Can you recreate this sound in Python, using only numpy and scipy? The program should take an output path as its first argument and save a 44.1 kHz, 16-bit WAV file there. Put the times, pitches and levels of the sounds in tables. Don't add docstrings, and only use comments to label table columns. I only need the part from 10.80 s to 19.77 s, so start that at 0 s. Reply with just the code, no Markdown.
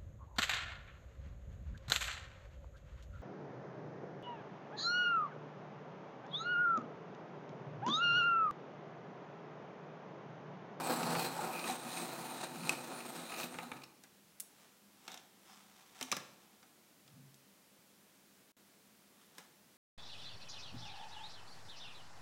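import sys
import numpy as np
from scipy import signal
from scipy.fft import rfft, irfft, next_fast_len
from scipy.io import wavfile
from scipy.ndimage import map_coordinates

SR = 44100
rng = np.random.default_rng(int(sys.argv[2]) if len(sys.argv) > 2 else 0)


def pcm_store(signal):
    levels = np.round(np.clip(np.atleast_2d(signal), -1, 1) * 32767)
    wavfile.write(sys.argv[1], SR, levels.astype(np.int16).T)


N = 395577
T = np.arange(N) / SR

# start_s, carrier_ring_db (over the growl)
TURNS = [(-.05, -11), (0.321, -15), (.72, -4), (1.06, -14), (1.39, -13), (1.76, -7.5), (2.13, -10),
         (2.48, -10), (2.8, -24)]
# start_s, level_db, low_knock_db, bright_edge_db (both relative)
CRANK_KNOCKS = [(.351, -29, 4.5, -2), (.875, -32.5, 3, -7), (1.8931, -26, -4, 10.5), (1.932, -35.5, 0, -10),
                (2.519, -34.5, 0, -3), (2.599, -33, -1, 4), (2.742, -39, 6, 0), (2.7862, -31, 0, -5),
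                (2.9166, -30, -3, -9)]
# pitch_hz, width_hz, level_db
BODY_MODES = [(248, 27, -10), (498, 30, -8.5), (857, 32, 0), (1248, 84, 1), (1720, 60, -13), (2360, 250, 2)]
# pitch_hz, width_hz, level_db
CLAMP_MODES = [(535, 840, -17), (760, 50, 0), (1360, 94, -7), (2400, 640, -16), (3600, 980, 3.5),
               (5900, 1600, 5), (7800, 1100, 1)]


def amp(db):
    return 10 ** (np.asarray(db) / 20)


def unit(x):
    return x / np.sqrt(np.mean(x ** 2) + 1e-20)


def along(points, hz):
    f, values = np.transpose(points)
    return np.interp(np.log(hz + 1), np.log(f + 1), values)


def wobble(rate):
    coarse = T[::32]
    knots = rng.standard_normal(int(N * rate / SR) + 4)
    return np.interp(T, coarse, map_coordinates(knots, [coarse * rate]))


def swell(top_s, half_s):
    return np.exp(-((T - top_s) / half_s) ** 2)


def filtered(x, response):
    size = next_fast_len(len(x) + 8192)
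    return irfft(rfft(x, size) * response(np.fft.rfftfreq(size, 1 / SR)), size)[:len(x)]


def band(x, lo_hz, hi_hz):
    edges = [lo_hz, min(hi_hz, SR / 2 - 1)]
    return signal.sosfilt(signal.butter(3, edges, "band", fs=SR, output="sos"), x)


def resonances(modes, f):
    return sum(amp(db) * 1j * f * width / (hz * hz - f * f + 1j * f * width) for hz, width, db in modes)


def narrow_noise(hz, width_hz):
    return unit(filtered(rng.standard_normal(N), lambda f: resonances([(hz, width_hz, 0)], f)))


def grains(rate, spread_db):
    impulses = (rng.random(N) < rate / SR) * rng.standard_normal(N)
    return unit(impulses * amp(spread_db * rng.standard_normal(N)))


def crunchy(t, rate, depth_db):
    jumps = np.interp(t * rate, np.arange(len(t)), rng.standard_normal(len(t)))
    return rng.standard_normal(len(t)) * amp(depth_db * jumps)


def add(track, start_s, x):
    part = track[round(start_s * SR):][:len(x)]
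    part += x[:len(part)]


def room_tone():
    # frequency_hz, level_db
    colour = [(24, -67), (40, -30.5), (140, -12.5), (198, -7), (335, -11), (912, -17.5), (15800, -24.5)]
    hiss = unit(filtered(rng.standard_normal(N), lambda f: amp(along(colour, f))))
    return amp(-65.8) * hiss + amp(-77) * narrow_noise(hz=200, width_hz=6)


def crank_turns(last_turn_s=0.38):
    starts = [s for s, _ in TURNS]
    return np.interp(T, starts + [starts[-1] + last_turn_s], np.arange(len(TURNS) + 1))


def digging(steepness=4.9):
    # centre_s, growl_db, rasp_db, fizz_db, half_length_s
    digs = [(0.115, 4, 3, 6.5, 0.047), (0.302, 5.5, 4, 3.5, 0.087), (0.426, 3.5, 6, 9, 0.049),
            (0.638, 4.5, 1, 0, 0.079), (0.903, 4, 7.5, 4, 0.036), (1, -4.5, -2.5, -3, 0.043),
            (1.176, -3.5, 1, -1, 0.095), (1.626, 5.5, 6, 1, 0.04), (1.708, -3, -3, -3, 0.04),
            (1.897, 6, 5.5, 5, 0.047), (2.125, 4.5, 0, -1, 0.039), (2.38, 4.5, 4.5, 1, 0.032),
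            (2.625, 6.5, 7.5, 12, 0.053)]
    coarse = T[::32]
    shapes = np.array([np.exp(-np.abs((coarse - s) / half) ** steepness) for s, *_, half in digs])
    return [np.interp(T, coarse, extra_db @ shapes) for extra_db in np.transpose(digs)[1:-1]]


def drive(take_hold_s=0.11, ease_s=2.573, stop_s=2.97, coast_db_per_s=130, ring_phase=0.16):
    # time_s, level_db
    effort = [(0.0, -37.5), (0.2, -43), (0.4, -43.5), (0.54, -47), (0.84, -46), (0.98, -47.5),
              (1.21, -43.5), (1.42, -49), (1.6, -50), (2.28, -51.5), (2.7, -52.5), (2.8, -42.5)]
    times, levels = np.transpose(effort)
    push_db = np.interp(T, times, levels - levels.mean())
    run_db = levels.mean() - 4 * np.exp(-T / take_hold_s) - coast_db_per_s * np.maximum(T - stop_s, 0)
    eased_s = np.maximum(T - ease_s, 0)
    rumble_db = run_db - 4.5 + 0.82 * push_db - 27 * eased_s
    growl_db = run_db - 1 + push_db - 38.6 * eased_s
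    rasp_db = run_db - 5 + 0.61 * push_db - 39 * eased_s
    fizz_db = run_db - 11.5 + 0.8 * push_db - 43 * eased_s
    turn = crank_turns()
    turn_db = np.interp(turn, np.arange(len(TURNS)) + ring_phase, [db for _, db in TURNS])
    ring_db = growl_db + turn_db + 3 * (np.cos(2 * np.pi * (turn - ring_phase)) - 1)
    dig_growl, dig_rasp, dig_fizz = digging()
    return (amp(rumble_db + 0.71 * dig_growl), amp(growl_db + dig_growl), amp(ring_db + dig_rasp),
            amp(rasp_db + dig_rasp), amp(fizz_db + dig_fizz))


def chamber(fibres, seating_s=(0.5, 0.81), sink_turns=0.29, handover_turns=0.25):
    # blunt_tip_hz, seated_tip_hz, half_width_hz, gain_db, starting_lift_share
    hollows = [(3300, 3140, 330, -2, 0.011), (4130, 3890, 330, 6, 0.077), (4800, 6300, 570, 2.5, 0.088),
               (6440, 5940, 540, -1.5, 0.0058), (7880, 8450, 480, 8.5, 0.13), (11700, 10900, 360, -10, 0),
               (11800, 12200, 600, 7, 0.034), (14400, 15100, 650, 4, .02)]
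    hz, t, spectrum = signal.stft(fibres, SR, nperseg=256)
    turn = np.interp(t, T, crank_turns())
    seated = np.interp(t, seating_s, [0, 1])
    flute_age = turn - np.round(turn)
    fresh = 0.5 + 0.5 * np.tanh(flute_age / handover_turns)
    gain_db = np.zeros(spectrum.shape)
    for blunt_hz, seated_hz, width_hz, db, lift in hollows:
        waver = 1 + 0.017 * np.interp(t, T, wobble(6.4))
        rest_hz = (blunt_hz + (seated_hz - blunt_hz) * seated) * waver
        depth_db = db * (1 + 0.34 * np.interp(t, T, wobble(18)))
        for age, share in ((flute_age, fresh), (flute_age + 1, 1 - fresh)):
            centre_hz = rest_hz * (1 + lift * np.exp(-(np.maximum(age, 0) / sink_turns) ** 2))
            gain_db += depth_db * share * np.exp(-((hz[:, None] - centre_hz) / width_hz) ** 2)
    return signal.istft(spectrum * amp(gain_db), SR, nperseg=256)[1][:N]


def grinding(bite_hz=31, judder_db=1.0, uneven_db=1.4):
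    # frequency_hz, level_db
    colour = [(50, -39), (92, -32), (122, -12), (250, -1), (420, -5), (900, -2.5), (1650, -9),
              (2100, -11.5), (3200, -13), (4250, -14), (4900, -16.5), (7400, -17), (9500, -16.5),
              (10600, -19), (12600, -22), (16000, -22)]
    # pitch_hz, width_hz, level_db
    shell_modes = [(137, 7, 4), (167, 10, 4), (237, 22, 2), (340, 14, 4), (488, 24, 6), (672, 30, -3),
                   (760, 90, 0), (885, 35, -2), (1278, 50, -3), (1428, 50, -4)]
    rumble, growl, ring, rasp, fizz = drive()
    bite = np.sin(2 * np.pi * np.cumsum(bite_hz * (1 + 0.088 * wobble(3.41))) / SR)
    force_db = judder_db * bite + uneven_db * wobble(70)
    force_db += 0.2538 * digging()[1] * wobble(170)
    fibres = filtered(grains(rate=14000, spread_db=0.5), lambda f: amp(along(colour, f)))
    blows = fibres * amp(force_db)
    fine = chamber(fibres * amp(0.91 * force_db))
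    grip = amp(1.5 * np.array([wobble(8.95) for _ in shell_modes]))
    grip /= np.sqrt(np.mean(grip ** 2, axis=0))
    shell = sum(gain * filtered(blows, lambda f: resonances([mode], f))
                for gain, mode in zip(grip, shell_modes))
    body = blows + amp(-0.5) * shell
    low = unit(filtered(body, lambda f: f < 400))
    middle = unit(filtered(body, lambda f: (f >= 400) & (f < 1700)))
    high = unit(filtered(fine, lambda f: (f >= 1700) & (f < 11200)))
    top = unit(filtered(fine, lambda f: f >= 11200))
    shaking = rng.standard_normal(N) * amp(force_db)
    carrier = unit(filtered(shaking, lambda f: resonances([(2478, 200, 0)], f) ** 2))
    return rumble * low + growl * middle + ring * carrier + rasp * high + fizz * top


def pings():
    # start_s, pitch_hz, level_db, t60_s
    catches = [(0.096, 490, -33, 0.13), (0.262, 243, -31, 0.13), (0.303, 241, -34.5, 0.14),
               (0.59, 852, -28, 0.06), (0.897, 763, -27, 0.068), (1.894, 2560, -19.5, 0.028),
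               (3.038, 5430, -53, 0.065), (4.375, 5700, -44, 0.018), (5.213, 257, -45.5, 0.25),
               (5.227, 3080, -32.5, 0.018), (5.3162, 2340, -29, 0.022), (5.3179, 6060, -27.5, 0.018),
               (5.3168, 7170, -30.5, 0.019), (5.3256, 1220, -26, 0.03)]
    out, t = np.zeros(N), np.arange(SR // 5) / SR
    for s, hz, db, t60 in catches:
        envelope = amp(db - 60 * t / t60) * (1 - np.exp(-t * hz))
        add(out, s, envelope * np.sin(2 * np.pi * hz * t))
    return out


def chatter(t60_s=0.037, attack_s=0.00092):
    # start_s, peak_db
    snags = [(0.229, -34), (0.792, -35), (.84, -31.5), (1.171, -35), (1.833, -38), (2.203, -40),
             (2.496, -40), (2.52, -39), (2.539, -37), (2.561, -37), (2.582, -37), (2.599, -35),
             (2.618, -34), (2.63, -31.5), (2.643, -40), (2.967, -47), (3.017, -46), (3.035, -40)]
    # pitch_hz, width_hz, level_db
    carrier_modes = [(2500, 280, 0), (1260, 80, -1), (3850, 900, -13)]
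    out, t = np.zeros(N), np.arange(SR // 10) / SR
    envelope = amp(-60 * t / t60_s) * (1 - np.exp(-t / attack_s))
    for s, db in snags:
        scrape = crunchy(t, rate=690, depth_db=5) * envelope
        buzz = filtered(scrape, lambda f: resonances(carrier_modes, f))
        add(out, s, amp(db) * buzz / np.abs(buzz).max())
    return out


def table_booms():
    # top_s, pitch_hz, level_db, half_length_s
    booms = [(0.305, 165, -48.5, 0.1), (1.82, 168, -51.5, 0.086), (6.384, 137.4, -61.5, 0.095),
             (6.39, 254, -65.5, 0.038)]
    return sum(amp(db) * swell(s, half) * unit(np.sin(2 * np.pi * hz * T + wobble(45)))
               for s, hz, db, half in booms)


def hits(rows, decay_s, modes, knock_life, edge_life, split_hz, edge_hz, thud_db):
    out, t = np.zeros(N), np.arange(SR // 5) / SR
    attack = 1 - np.exp(-t / 0.00025)
    for s, db, knock_db, edge_db in rows:
        bands = [(110, 283, thud_db + knock_db, knock_life), (196, 2200, knock_db + 1.5, knock_life),
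                 (1470, split_hz, 0.016, 0.79), (4600, edge_hz, edge_db, edge_life)]
        for lo_hz, hi_hz, band_db, life in bands:
            rattle = rng.standard_normal(len(t)) * amp(-60 * t / (decay_s * life)) * attack
            part = band(filtered(rattle, lambda f: 1 + resonances(modes, f)), lo_hz, hi_hz)
            add(out, s, amp(db + band_db - 4) * part / np.abs(part).max())
    return out


def knocks():
    rings, t = np.zeros(N), np.arange(SR // 5) / SR
    attack = 1 - np.exp(-t / 0.0005)
    for s, db, _, _ in CRANK_KNOCKS:
        ring = sum(amp(level) * np.exp(-np.pi * width * t) * np.sin(2 * np.pi * (hz * t + rng.random()))
                   for hz, width, level in BODY_MODES)
        add(rings, s, amp(db - 9) * ring * attack)
    cracks = hits(CRANK_KNOCKS, 0.026, BODY_MODES, knock_life=3.0, edge_life=0.55,
                  split_hz=3700, edge_hz=10700, thud_db=-11)
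    return rings + amp(-3) * cracks


def splinters(t60_s=0.14):
    crunch, t = np.zeros(N), np.arange(SR // 5) / SR
    for s, db, _, _ in CRANK_KNOCKS:
        add(crunch, s, amp(db - 12 - 60 * t / t60_s) * crunchy(t, rate=500, depth_db=5))
    return band(filtered(crunch, lambda f: 0.27 + resonances(BODY_MODES, f)), 320, 2500)


def clamp_clicks():
    # start_s, level_db, low_knock_db, bright_edge_db (both relative)
    snaps = [(5.211, -27, -2.5, -5), (5.2267, -28, -18, 0.5), (5.316, -23.5, -8, -2.5),
             (5.3235, -19.5, -8.5, -9), (5.3668, -26.5, -4, 0)]
    # start_s, level_db, low_knock_db, bright_edge_db (likewise)
    taps = [(3.2366, -46.5, -5, 4), (4.2785, -33, -6, -7), (4.3173, -37.5, -10.5, -5),
            (4.3423, -38.5, -4, -5), (4.3745, -37.5, -16, -11), (5.828, -50, 0.5, -12),
            (6.278, -47, -10, -10), (6.5424, -51, -19, 4), (8.582, -38.5, -2, 0.5)]
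    return sum(hits(rows, decay_s, CLAMP_MODES, knock_life=2.94, edge_life=1.0,
                    split_hz=6300, edge_hz=16500, thud_db=-16.5)
               for rows, decay_s in ((snaps, 0.022), (taps, 0.034)))


def crackle(tick_t60_s=0.00073, fizz_t60_s=0.05):
    # start_s, level_db
    ticks = [(3.6, -23.5), (3.6037, -21.5), (3.6051, -24), (3.6103, -36)]
    out, t = np.zeros(N), np.arange(SR // 20) / SR
    tick = amp(-60 * t / tick_t60_s) * np.cos(2 * np.pi * 9500 * t)
    for s, db in ticks:
        fizz = amp(-20 - 60 * t / fizz_t60_s) * rng.standard_normal(len(t))
        add(out, s, amp(db) * (band(tick, 1500, SR / 2) + band(fizz, 5400, 16000)))
    return out


def rubbing():
    # top_s, level_db, rise_s, fall_s
    strokes = [(3.82, -64.5, 0.088, 0.078), (4.32, -57.5, 0.07, 0.05), (4.73, -60.5, 0.087, 0.083),
               (4.99, -66, 0.12, 0.15), (5.191, -58, 0.044, 0.27), (8.41, -68, .03, 0.069),
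               (8.59, -60.5, 0.028, 0.043)]
    # frequency_hz, level_db
    colour = [(240, -57), (400, -38), (756, 1.5), (1070, 1.5), (3660, -10.5), (15000, -19.5)]
    slips = grains(rate=2000, spread_db=1.0)
    friction = filtered(slips, lambda f: amp(along(colour, f)) * (1 + resonances(CLAMP_MODES, f)))
    envelope = sum(amp(db) * np.exp(-np.maximum((s - T) / rise, (T - s) / fall))
                   for s, db, rise, fall in strokes)
    return unit(friction) * envelope


def creaks():
    # top_s, pitch_hz, level_db, half_length_s
    squeaks = [(4.326, 759, -58.5, 0.045), (4.328, 3630, -57, 0.025), (4.715, 5200, -69, 0.05)]
    return sum(amp(db) * swell(s, half) * narrow_noise(hz, 0.05 * hz) for s, hz, db, half in squeaks)


def room(x):
    # frequency_hz, t60_s
    decay = [(200, 0.88), (2000, 0.53), (6000, 0.41), (14000, 0.27)]
    hz, t, spectrum = signal.stft(rng.standard_normal(SR // 2), SR, nperseg=256)
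    tail = signal.istft(spectrum * amp(-60 * t / along(decay, hz)[:, None]), SR, nperseg=256)[1]
    tail = np.pad(tail, (SR // 200, 0))
    return signal.fftconvolve(x, tail / np.linalg.norm(tail))[:N]


def scene():
    crank = grinding() + chatter() + splinters() + knocks()
    hands = rubbing() + creaks() + table_booms()
    clamp, ticks, ringing = clamp_clicks(), crackle(), pings()
    walls = room(amp(-10) * crank + amp(-9.5) * hands + amp(-9) * clamp
                 + amp(-11) * ticks + amp(-16.5) * ringing)
    return (crank + hands + clamp + ticks + ringing + walls + room_tone())[None]


def record(dry):
    dip_start_s, dip_end_s, top_hz = 7.719, 7.767, 15900
    gain = np.where((T > dip_start_s) & (T < dip_end_s), amp(-24.5), 1)
    return filtered(dry[0] * gain, lambda f: f < top_hz)[None]


dry = scene()
out = record(dry)
pcm_store(out)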